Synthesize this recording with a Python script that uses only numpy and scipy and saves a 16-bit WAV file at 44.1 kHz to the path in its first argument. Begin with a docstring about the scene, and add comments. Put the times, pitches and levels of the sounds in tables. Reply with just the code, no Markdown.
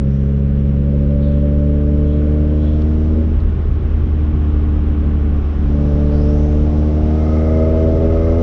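"""A straight-piped exhaust, heard inside a turbocharged four-cylinder car that pulls, coasts, pulls harder.
The firings form a periodic pulse train whose harmonics drive the resonances of the pipe and the cabin.
Turbulent gas burbles and roars in the pipe, the turbo whooshes, the intake hisses, and in the hard pull
body panels buzz in forced vibration. Beneath this, tyres roar, air buffets the cabin and the trim ticks.
A microphone with a limiter hears it from the driver's seat."""
import sys
import numpy as np
from scipy import signal
from scipy.fft import rfft, irfft, next_fast_len
from scipy.io import wavfile
from scipy.ndimage import uniform_filter1d, minimum_filter1d, map_coordinates

SR = 44100
rng = np.random.default_rng(int(sys.argv[2]) if len(sys.argv) > 2 else 0)


def bounce(signal):
    """Save signal as a 16-bit WAV file at the path given by the first command-line argument."""
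    frames = np.transpose(np.atleast_2d(signal))
    limited = np.clip(frames, -1, 1)
    pcm = np.round(limited * 32767).astype(np.int16)
    wavfile.write(sys.argv[1], SR, pcm)


N = 371322

# engine speed: (time [s], firing rate [Hz])
FIRING_RATE = [(0, 68.3), (0.7, 70.1), (1.4, 72.1), (2.15, 74.3), (2.7, 75.9), (3.17, 77.9), (3.6, 76.9),
               (4.45, 75.1), (5.1, 73.9), (5.65, 72.7), (6.2, 73.7), (6.7, 75.3), (7.15, 76.9), (7.6, 79.0),
               (7.9, 80.0), (8.42, 82.2)]
# the driver's foot and the turbo's pressure: (time [s], fraction of full [0-1])
THROTTLE = [(0, 0.7), (.72, 0.67), (.9, 0.77), (1.45, 0.84), (2.3, 0.82), (3.15, 0.69), (3.55, 0.07),
            (3.95, 0.18), (4.25, 0.43), (5.37, 0.46), (5.43, 0.1), (5.6, 0.38), (5.78, 0.79), (6.3, 0.88),
            (6.7, 0.77), (7.25, 0.84), (7.62, 1), (8.42, 0.99)]
BOOST = [(0, 0.21), (1.8, 0.34), (3.08, 0.67), (3.4, 0.35), (5.3, 0.4), (5.85, 0.77), (7, 0.92), (7.3, 1),
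         (7.62, 0.93), (8.42, 0.98)]
# lower and upper harmonics of a firing pulse: (multiple of the firing rate, relative level [dB])
GROWL_HARMONICS = [(3, 1.6), (4, 1.66)]
BARK_HARMONICS = [(5, 3.5), (6, 0.5), (7, 0), (8, 4), (9, -20), (10, -25)]
# resonances of pipe and cabin, and of body panels: (frequency [Hz], width [Hz], gain [dB])
PIPE_MODES = [(211.2, 44, 3), (238.5, 42, 2.5), (298.1, 25.8, 1), (323, 19, -0.5), (353.5, 6.4, -8.5),
              (407.1, 26.7, -1.5), (443, 17, -2), (473.8, 21, -4), (496.7, 19, 0.5), (530.7, 9.6, -9.5),
              (547.7, 12, -3), (571.5, 26.2, -0.9), (635, 22, -4.5), (693.5, 25, 3)]
PANEL_MODES = [(863, 130, -13), (1256, 48, 1.3), (2092, 64, -6.5), (5430, 100, -25.5)]
# surges of gas and spells of panel buzz: (time [s], half length [s], level [dB])
GAS_SURGES = [(3.19, .07, -23.5), (5.06, 0.053, -31), (5.88, .12, -28), (7.95, .35, -30)]
BUZZ_SPELLS = [(7.15, .15, -50), (7.47, 0.21, -40), (7.75, .25, -51), (8.25, 0.19, -40.5)]
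# turbo glides: (start [s], rise [s], fall [s], first pitch [Hz], last pitch [Hz], level [dB])
WHOOSHES = [(0, .13, .36, 5370, 6230, -65.5), (1.2, .04, 0.34, 3800, 2760, -54),
            (2, .12, .14, 3120, 3380, -55), (2.47, .21, .2, 3000, 3540, -53),
            (6, .22, .46, 3840, 6700, -55)]
# relative levels of wind and road: (time [s], air buffet [dB], road rumble [dB], tread hum [dB])
WIND_AND_ROAD = [(0, -27, -27.5, -58), (1.2, -26, -34, -55), (2.4, -26.5, -30.5, -52),
                 (3.1, -25, -30.5, -50.5), (3.6, -20, -27, -50.0), (4.4, -22.5, -26.5, -48),
                 (5.2, -22.5, -31.5, -47.5), (6.7, -21, -32.0, -46.5), (7.4, -28.5, -28.5, -49),
                 (8.42, -20, -22.5, -44.5)]
# clicks of the cabin trim: (time [s], relative level [dB])
TRIM_TICKS = [(1.224, -46), (2.6491, -44), (2.8186, -34.5), (3.4018, -41), (5.1983, -49)]
# spectra of the noise sources: (frequency [Hz], relative spectral density [dB])
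BURBLE_SPECTRUM = [(110, -40), (155, -8.5), (188, 9), (215, -2), (242, 2.5), (275, -3.5), (320, -6),
                   (365, -1), (400, -3), (450, -9.5), (520, -37.5), (640, -33), (900, -84.5)]
RASP_SPECTRUM = [(330, -21.5), (450, -0.5), (495, 2), (530, 2), (575, 10.5), (615, -5), (650, -17.5),
                 (740, -21), (850, -22.5), (940, -29), (1500, -35), (3000, -54)]
PIPE_ROAR_SPECTRUM = [(480, -31.5), (640, 4), (720, 6.5), (790, -6.5), (850, 4), (930, -9), (1300, -45)]
INTAKE_SPECTRUM = [(1200, -23), (2800, -5.5), (3700, 0.5), (4400, -2.5), (5600, 0), (6200, -4.5),
                   (7000, -13), (8400, -19.5), (9200, -29.5), (10400, -55)]
RUMBLE_SPECTRUM = [(55, -31), (88, 5.5), (122, 17), (142, 20), (170, -8.5), (300, -61)]
TYRE_ROAR_SPECTRUM = [(150, 5), (450, 12.5), (560, 11.5), (720, 3.5), (940, 0), (1450, 0.5), (1900, -5),
                      (3100, -9), (3700, -15.5), (4400, -24.5), (7000, -63)]
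TREAD_SPECTRUM = [(400, -19.5), (720, 7), (850, 5.5), (940, -4), (1090, 7.5), (1250, 1.5), (1500, -6.5),
                  (1900, -37)]
BUFFET_SPECTRUM = [(5, -38), (14, -19), (25, -10), (42, -1), (56, -7.5), (75, -16.5), (110, -12.5),
                   (170, -69), (400, -100)]
TRIM_SPECTRUM = [(1500, -32), (3000, 1), (3900, 0), (5500, -12), (8000, -24.5), (11000, -39)]

# cabin air modes near the firing rate and its double: (frequency [Hz], width [Hz])
BOOM_MODE, DRONE_MODE = (76.6, 25), (136.3, 26)
# exhaust layers: base level at full throttle, and the loss with the foot off
BOOM_DB, BOOM_LIFT_DB = -14.5, 5
DRONE_DB, DRONE_LIFT_DB = -15.5, 31
GROWL_DB, GROWL_LIFT_DB = -20.5, 18.5
BARK_DB, BARK_LIFT_DB = -20, 24


def exhaust(firing_hz, phase):
    """Forced resonance: slightly uneven firings drive pipe and cabin, as strongly as the throttle sets."""
    throttle = control(THROTTLE)
    lift = (1 - throttle) ** 2
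    uneven = wobble(70)
    stumble = amp(0.7 * lift * wobble(24))  # extra scatter with the foot off
    beat = phase + .01 * wobble(60)  # timing jitter
    boom = amp(BOOM_DB - BOOM_LIFT_DB * lift ** 2 + .25 * uneven) * cabin_gain(BOOM_MODE, firing_hz)
    boom *= np.cos(beat + 0.82)  # the fundamental leads the overtones
    drone = amp(DRONE_DB - DRONE_LIFT_DB * lift + 0.6 * uneven) * cabin_gain(DRONE_MODE, 2 * firing_hz)
    drone *= np.cos(2 * beat)
    growl = pipe_note(GROWL_HARMONICS, firing_hz, beat, flutter_db=0.16)
    growl *= amp(GROWL_DB - GROWL_LIFT_DB * lift)
    bark_db = BARK_DB - BARK_LIFT_DB * (1 - throttle ** 2)
    bark = amp(bark_db) * pipe_note(BARK_HARMONICS, firing_hz, beat, flutter_db=1.0)
    # off the throttle the pulses are weak and round, and lose their highest harmonics
    load = 1 / (1 + amp(-32.5 - bark_db) ** 3)
    rounded = filtered(bark, lambda hz: 1 / (1 + (hz / 490) ** 12))
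    bark = load * bark + (1 - load) * rounded
    cabin = np.sqrt(2) * (boom + drone * stumble)
    pipe = (growl + bark) * amp(.45 * uneven) * stumble
    return cabin + pipe + gas_flow(phase, lift, bark_gain=amp(bark_db) * load)


def cabin_gain(mode, hz):
    """Resonance curve: a cabin air mode answers most strongly to a tone at its natural frequency."""
    centre, width = mode
    return 1 / (1 + (2 * (hz - centre) / width) ** 2)


def pipe_note(harmonics, firing_hz, phase, flutter_db):
    """Source and filter: each harmonic swells as it crosses a resonance; together they have rms 1."""
    hz = np.arange(SR // 32)
    response = resonances(PIPE_MODES, hz, order=2)
    note, power = 0, 0
    for multiple, db in harmonics:
        k = round(multiple)
        gain = amp(db) * np.interp(k * firing_hz, hz, response)
        note = note + (gain * np.exp(1j * k * phase)).real * amp(flutter_db * wobble(30))
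        power = power + abs(gain) ** 2 / 2
    return note / np.sqrt(power)


def gas_flow(phase, lift, bark_gain):
    """Turbulence: gas burbles and rasps in puffs; the steady flow and its surges add in power."""
    surge = swells(GAS_SURGES)
    flow = amp(-31.5 + 2.5 * lift + 1.5 * control(BOOST))
    burble = np.hypot(flow, surge) * noise(BURBLE_SPECTRUM) * puffs(phase, depth=0.25)
    rasp = amp(-10) * np.hypot(bark_gain, surge) * noise(RASP_SPECTRUM) * puffs(phase, depth=0.21)
    return burble + rasp


def pipe_roar(phase, full_boost_db, sag_db):
    """Flow noise: near full boost the pipe roars, pulsing at the firing rate."""
    level_db = full_boost_db - sag_db * (1 - control(BOOST))
    return amp(level_db) * noise(PIPE_ROAR_SPECTRUM) * puffs(phase, depth=0.14)


def panel_buzz(phase):
    """Forced vibration: the firings shake the panel modes, and the upholstery absorbs the treble."""
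    shake = rng.standard_normal(N) * puffs(phase, depth=0.22) * puffs(phase / 2, depth=0.15)
    buzz = filtered(shake, lambda hz: resonances(PANEL_MODES, hz) / (1 + (hz / 6200) ** 10))
    return swells(BUZZ_SPELLS) * unit(buzz)


def turbo(width_hz, skirt_hz, skirt_db):
    """Narrow-band noise: a breathy whistle in a wider rush of air glides with the turbine's speed."""
    t, out = np.arange(N) / SR, np.zeros(N)
    band = lambda: wobble(width_hz) + amp(skirt_db) * wobble(skirt_hz)
    swirl = band() + 1j * band()
    for start, rise, fall, first_hz, last_hz, db in WHOOSHES:
        remaining = 1 - np.clip((t - start) / (rise + fall), 0, 1)
        hz = last_hz + (first_hz - last_hz) * remaining ** 1.35  # the speed changes fastest at first
        whistle = (swirl * np.exp(2j * np.pi * np.cumsum(hz) / SR)).real
        swell = np.interp(t - start, [0, rise, rise + fall], [0, 1, 0])
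        out += swell * amp(db) * unit(whistle)
    return out


def intake_hiss(phase, full_boost_db, sag_db):
    """Flow noise: the intake hisses with the boost, in time with the engine."""
    level_db = full_boost_db - sag_db * (1 - control(BOOST))
    return amp(level_db + .6 * wobble(25)) * noise(INTAKE_SPECTRUM) * puffs(phase, depth=0.088)


def tyres(phase):
    """Rolling noise: rumble, roar and tread hum rise and fall with the road surface."""
    _, rumble_db, tread_db = curves(WIND_AND_ROAD)
    surface_db = tread_db - tread_db.mean()
    rumble = amp(rumble_db - 1.5) * noise(RUMBLE_SPECTRUM)
    roar = amp(-39 + .35 * surface_db + 0.45 * wobble(14)) * noise(TYRE_ROAR_SPECTRUM)
    hum = amp(tread_db + .35 * surface_db + 1.2 + 0.49 * wobble(11)) * noise(TREAD_SPECTRUM)
    return rumble + (roar + hum) * puffs(phase / 2, depth=0.032)


def air_buffet():
    """Pressure fluctuation: wind buffets the cabin with low-frequency noise."""
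    buffet_db, _, _ = curves(WIND_AND_ROAD)
    return amp(buffet_db + 1.8) * noise(BUFFET_SPECTRUM)


def trim_ticks(t60):
    """Damped transients: each click of the plastic trim decays by 60 dB in t60 seconds."""
    t = np.arange(N) / SR
    envelope = sum(amp(db - 7 - 60 * abs(t - s) / t60) * (t >= s) for s, db in TRIM_TICKS)
    return envelope * noise(TRIM_SPECTRUM)


def amp(db):
    """Amplitude ratio of a level in decibels."""
    return 10 ** (np.asarray(db) / 20)


def unit(x):
    """Normalisation to rms 1."""
    return x / np.sqrt(np.mean(x ** 2) + 1e-20)


def curves(rows):
    """Linear interpolation: one value per sample for each column after the time."""
    times, *columns = np.transpose(rows)
    return [np.interp(np.arange(N) / SR, times, column) for column in columns]


def control(rows):
    """A 0-1 control, one value per sample."""
    return np.clip(curves(rows)[0], 0, 1)


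def wobble(rate):
    """Random modulation: a smooth curve through rate knots a second."""
    return map_coordinates(rng.standard_normal(int(N * rate / SR) + 4), [np.arange(N) * rate / SR])


def puffs(phase, depth):
    """Amplitude modulation: a gain of rms 1 that swells once per cycle of the phase."""
    return unit(np.exp(depth * np.cos(phase)))


def swells(rows):
    """An envelope that rises and falls around each event."""
    t = np.arange(N) / SR
    return sum(amp(db) / (1 + ((t - s) / half) ** 2 / 2) ** 2 for s, half, db in rows)


def filtered(x, response):
    """Linear filtering: the spectrum of x times a frequency response."""
    size = next_fast_len(N + SR // 2)
    return irfft(rfft(x, size) * response(np.fft.rfftfreq(size, 1 / SR)), size)[:N]


def noise(spectrum):
    """Spectral shaping: noise of rms 1 with the given spectrum, silent outside it."""
    f, db = np.transpose(spectrum)
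    colour = lambda hz: amp(np.interp(np.log(hz + 1), np.log(f), db, left=-np.inf, right=-np.inf))
    return unit(filtered(rng.standard_normal(N), colour))


def resonances(modes, hz, order=1):
    """Modal superposition: complex responses add with alternating sign; order steepens their skirts."""
    total = 0
    for k, (centre, width, db) in enumerate(modes):
        mode = 1j * hz * width / (centre ** 2 - hz ** 2 + 1j * hz * width)
        total = total + (-1) ** k * amp(db) * mode * abs(mode) ** (order - 1)
    return total


def scene():
    """Superposition: the pressures of all sources add at the driver's seat."""
    firing_hz, = curves(FIRING_RATE)
    phase = 2 * np.pi * np.cumsum(firing_hz) / SR
    mix = exhaust(firing_hz, phase) + panel_buzz(phase)
    mix += pipe_roar(phase, full_boost_db=-37, sag_db=33.5)
    mix += turbo(width_hz=460, skirt_hz=2090, skirt_db=-0.5)
    mix += air_buffet() + tyres(phase)
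    mix += intake_hiss(phase, full_boost_db=-55, sag_db=15.5)
    return (mix + trim_ticks(t60=0.029))[None]


def limiter(x, ceiling_db, window):
    """Peak limiting: the gain falls smoothly around peaks above the ceiling; window is in samples."""
    needed = np.minimum(1, amp(ceiling_db) / (abs(x) + 1e-9))
    held = minimum_filter1d(needed, window)
    return x * uniform_filter1d(uniform_filter1d(held, window // 2), window // 2)


def record(dry):
    """Finite range and bandwidth: the microphone's peaks are limited and its top treble is cut."""
    limited = limiter(dry[0] * amp(0.24), ceiling_db=-4.0, window=900)
    low_pass = signal.butter(12, 10500, fs=SR, output="sos")
    return signal.sosfilt(low_pass, limited)[None]


dry = scene()
out = record(dry)
bounce(out)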